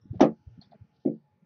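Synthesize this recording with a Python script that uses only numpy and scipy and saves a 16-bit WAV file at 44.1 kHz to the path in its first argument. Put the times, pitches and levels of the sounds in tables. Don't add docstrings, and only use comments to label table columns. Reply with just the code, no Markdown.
import sys
import numpy as np
from scipy import signal
from scipy.io import wavfile
from scipy.ndimage import uniform_filter1d

SR = 44100
rng = np.random.default_rng(int(sys.argv[2]) if len(sys.argv) > 2 else 0)


def persist_wave(psi):
    counts = np.round(np.clip(psi, -1, 1) * 32767).astype(np.int16)
    wavfile.write(sys.argv[1], SR, np.atleast_2d(counts).T)


def volts(x):
    e = np.asarray(x, float) / 20
    return 10 ** e


N = 63945
T = np.arange(N) / SR


def band(x, hz, width_hz):
    edges = [max(hz - width_hz / 2, 20), hz + width_hz / 2]
    sos = signal.butter(2, edges, "band", fs=SR, output="sos")
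    return signal.sosfilt(np.vstack([sos, sos]), np.tile(x, 2))[len(x):]


def unit(x):
    return x / np.sqrt(np.mean(x ** 2))


def walk(rate):
    k = int(SR / rate)
    steps = np.repeat(rng.standard_normal(N // k + 1), k)
    return unit(uniform_filter1d(uniform_filter1d(steps, k), k)[:N])


def room_air():
    # f/Hz, level/dB per Hz
    air_spectrum = [(40, -30), (80, -12.5), (150, 0), (300, -15), (700, -19), (1400, -26), (3000, -32),
                    (7000, -36.5)]
    hz_points, db_points = np.array(air_spectrum).T
    noise, swell = 0, walk(12)
    for hz in 45 * 2 ** np.arange(0, 7.4, 1 / 3):
        density_db = np.interp(np.log(hz), np.log(hz_points), db_points)
        db = density_db + 10 * np.log10(hz) + 1.0 * swell + 3.7 * walk(6)
        noise = noise + volts(db) * unit(band(rng.standard_normal(N), hz, hz / 4))
    return volts(-69) * unit(noise)


def fan():
    # f/Hz, rms level/dB
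    fan_tones = [(457.6, -88.5), (845.2, -81.5), (1389, -97), (1787, -93.5)]
    width_hz = 18
    hum = 0
    for hz, db in fan_tones:
        hum = hum + volts(db + 1.5 * walk(6)) * unit(band(rng.standard_normal(N), hz, width_hz))
    return hum


def background():
    # t/s, gain/dB
    gate_open = [(0, -4), (.1, 0), (.3, 2), (.45, 0), (.55, 1), (.8, 2), (.88, -1), (1.05, 0), (1.2, -2),
                 (1.45, -3)]
    return volts(np.interp(T, *np.array(gate_open).T)) * (room_air() + fan())


def rustles():
    # t/s, level/dB,
    # length/s, centre f/Hz, bandwidth/Hz
    rustle_events = [(.01, -82, 0.045, 5470, 510), (0.029, -58.5, 0.081, 188, 240),
                     (0.133, -57.5, 0.046, 422, 341), (.1955, -54.5, .011, 2400, 3000),
                     (0.195, -40, .012, 490.8, 700), (0.346, -67.5, 0.069, 173.5, 121.5),
                     (0.47, -76, 0.051, 502, 300), (.705, -62, 0.061, 190, 150),
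                     (0.789, -65.5, 0.068, 196.6, 150), (0.12, -77, 0.089, 3000, 4000),
                     (0.133, -74.5, 0.0093, 1592, 198.7), (0.613, -59, .016, 4400, 550),
                     (.615, -74.5, .015, 5400, 900), (.616, -68, .034, 3550, 600),
                     (.618, -77.5, 0.065, 4750, 1500), (0.615, -74.5, 0.042, 1560, 1500),
                     (0.711, -76, 0.023, 4070, 1478), (.715, -76.5, 0.045, 1450, 1570),
                     (0.926, -83.5, 0.072, 4245, 1969), (.99, -80, .075, 4400, 3400),
                     (0.28, -60, .05, 95, 50), (1.077, -58, .05, 95, 50), (.138, -57, .012, 620, 250),
                     (1.056, -72, .028, 2150, 650)]
    grain_db, sag_db, release_s = 3, 4, .011
    out = 0
    for start, db, length, hz, width_hz in rustle_events:
        since = T - start
        attack = np.clip(since / (.0015 + 2.5 * length ** 2), 0, 1)
        sag = volts(-sag_db * np.clip(since / length, 0, 1))
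        release = np.exp(-np.maximum(since - length, 0) / release_s)
        grain = volts(db + grain_db * walk(170))
        out = out + grain * attack * sag * release * unit(band(rng.standard_normal(N), hz, width_hz))
    return out


def burst(t, hz, cycles):
    return np.cos(2 * np.pi * hz * t) * np.exp(-(2 * t * hz / cycles) ** 2)


def bumps():
    # centre t/s, peak level/dB, f/Hz, cycles
    bump_events = [(.058, -42, 194, 0.97), (.072, -50, 171, 3.6), (.088, -51.5, 135, 1.4),
                   (.115, -26, 112.8, 1.74), (.134, -34, 247, 1.56), (.146, -38.5, 330, 2.4),
                   (.160, -31, 150, 1.5), (.170, -31.5, 121, 1.2), (.188, -39.5, 160, 2),
                   (.405, -68, 87, 4), (.478, -36, 93.1, 1.48), (.493, -48, 100, 1.53),
                   (.525, -49, 116, 8.8), (.581, -40.5, 188, 1.35), (.593, -37.5, 179.4, 1.13),
                   (.608, -53.5, 200, 3), (.622, -58, 714, 6.7), (.673, -55, 132, 1.5),
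                   (.723, -48.5, 696, 4.3), (.733, -43.5, 713, 3.4), (.746, -51, 200, 2),
                   (.752, -58, 430, 6), (.035, -54, 110, 3), (.748, -53.5, 640, 7.3),
                   (.760, -53, 197, 1.73), (.821, -41, 104.5, 2.16), (.85, -56.5, 176.4, 2.83),
                   (.94, -64, 149.4, 4.5), (1.335, -67, 97.2, 5.1), (1.432, -54, 178, 3.16)]
    return sum(volts(db) * burst(T - centre, hz, cycles) for centre, db, hz, cycles in bump_events)


def wood_echoes(t):
    # delay t/s, level/dB, f/Hz, cycles
    echoes = [(.0028, -10, 380, 3), (0, -2, 735, 2.2), (.0082, -1.5, 285, 2.6), (.0082, -6, 704, 1.7),
              (.0128, -7, 660, 2.8), (0.0225, -10, 480, 2), (0.026, -11, 640, 2.6), (0.0336, -6, 640, 1.3),
              (.0505, -18, 400, 2.3)]
    return sum(volts(db) * burst(t - delay, hz, cycles) for delay, db, hz, cycles in echoes)


def room_modes(t):
    # f/Hz, level/dB, decay time t60/s
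    modes = [(147.2, -13, 0.27), (173.5, -16, 0.4), (222.5, -7.5, 0.29), (276.2, -2.5, 0.14),
             (300.4, 0, 0.17), (353, -2, .17), (367.7, -13.5, 0.27), (456, -3, .16), (512.3, -3, 0.16),
             (560, -1, .12), (633, -4.5, 0.11), (724, -8.5, .13), (785, -5.5, .11), (851, -15, 0.18)]
    wobble_db = 2
    t = np.maximum(t, 0)
    out = 0
    for hz, db, t60 in modes:
        decay_db = db + wobble_db * walk(45)[:len(t)] - 60 * t / t60
        out = out + volts(decay_db) * np.sin(2 * np.pi * hz * t)
    return out


def diffuse_tails(on):
    # f/Hz, level/dB, decay time t60/s
    tail_bands = [(330, -18, .19), (650, -18, 0.21), (1150, -8, 0.27), (1780, -13, 0.22),
                  (2400, -12.5, .16), (3200, -12.5, 0.12), (4400, -20.5, .13), (5750, -12, .085)]
    tails = []
    for hz, db, t60 in tail_bands:
        noise = unit(band(rng.standard_normal(len(on)), hz, hz / 3))
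        tails.append(volts(db) * noise * volts(-60 * on / t60))
    return tails


def blows():
    # t/s, level/dB, contact time/ms, crack level/dB, treble cut f/Hz
    blow_events = [
        (0.2069, -5, 0.25, -25, 1600),
        (1.0530, -13, .5, -62.5, 560),
    ]
    lead_s, build_s, room_start_s, room_db = .01, 0.02, .0078, -4.5
    gate_s, gate_db_per_s = 0.11, 292.5
    treble_gate_s, treble_gate_db_per_s = 0.052, 246
    bass_cut_hz = 105
    t, out = T[:SR // 2] - lead_s, np.zeros(N)
    on = np.maximum(t, 0)
    build = 1 - np.exp(-(on / build_s) ** 2)
    room = volts(room_db) * room_modes(t - room_start_s) * build
    gate = volts(-gate_db_per_s * np.maximum(t - gate_s, 0))
    treble_gate = volts(-treble_gate_db_per_s * np.maximum(t - treble_gate_s, 0))
    wood = wood_echoes(t)
    for start, db, contact_ms, crack_db, cut_hz in blow_events:
        tails = diffuse_tails(on)
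        push = np.exp(-((T[:300] * 1000 - 2 * contact_ms) / contact_ms) ** 2 * 2)
        low = np.convolve(wood + room + build * sum(tails[:2]), push / push.sum())[:len(t)]
        body_band = signal.butter(2, [bass_cut_hz, cut_hz], "band", fs=SR, output="sos")
        low = signal.sosfiltfilt(body_band, low)
        crack = volts(crack_db + 7.5) * sum(tails[2:]) * (1 - np.exp(-on / .0004)) * treble_gate
        i = int((start - lead_s) * SR)
        n = min(len(t), N - i)
        out[i:i + n] += (volts(db) * gate * (low + crack))[:n]
    return out


def scene():
    return (background() + rustles() + bumps() + blows())[None]


def band_limit(x):
    return signal.sosfilt(signal.butter(12, 15500, fs=SR, output="sos"), x)


def record(dry):
    limit, top_hz, hiss_db, hiss_top_hz = .95, 6450, -99.5, 15600
    limited = limit * np.tanh(dry / limit)
    voice_band = signal.cheby2(10, 70, top_hz * 1.277, fs=SR, output="sos")
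    x = signal.sosfilt(voice_band, limited)
    hiss_band = signal.ellip(8, .2, 60, hiss_top_hz, fs=SR, output="sos")
    hiss = signal.sosfilt(hiss_band, rng.standard_normal(x.shape))
    return band_limit(x + volts(hiss_db) * hiss)


dry = scene()
out = record(dry)
persist_wave(out)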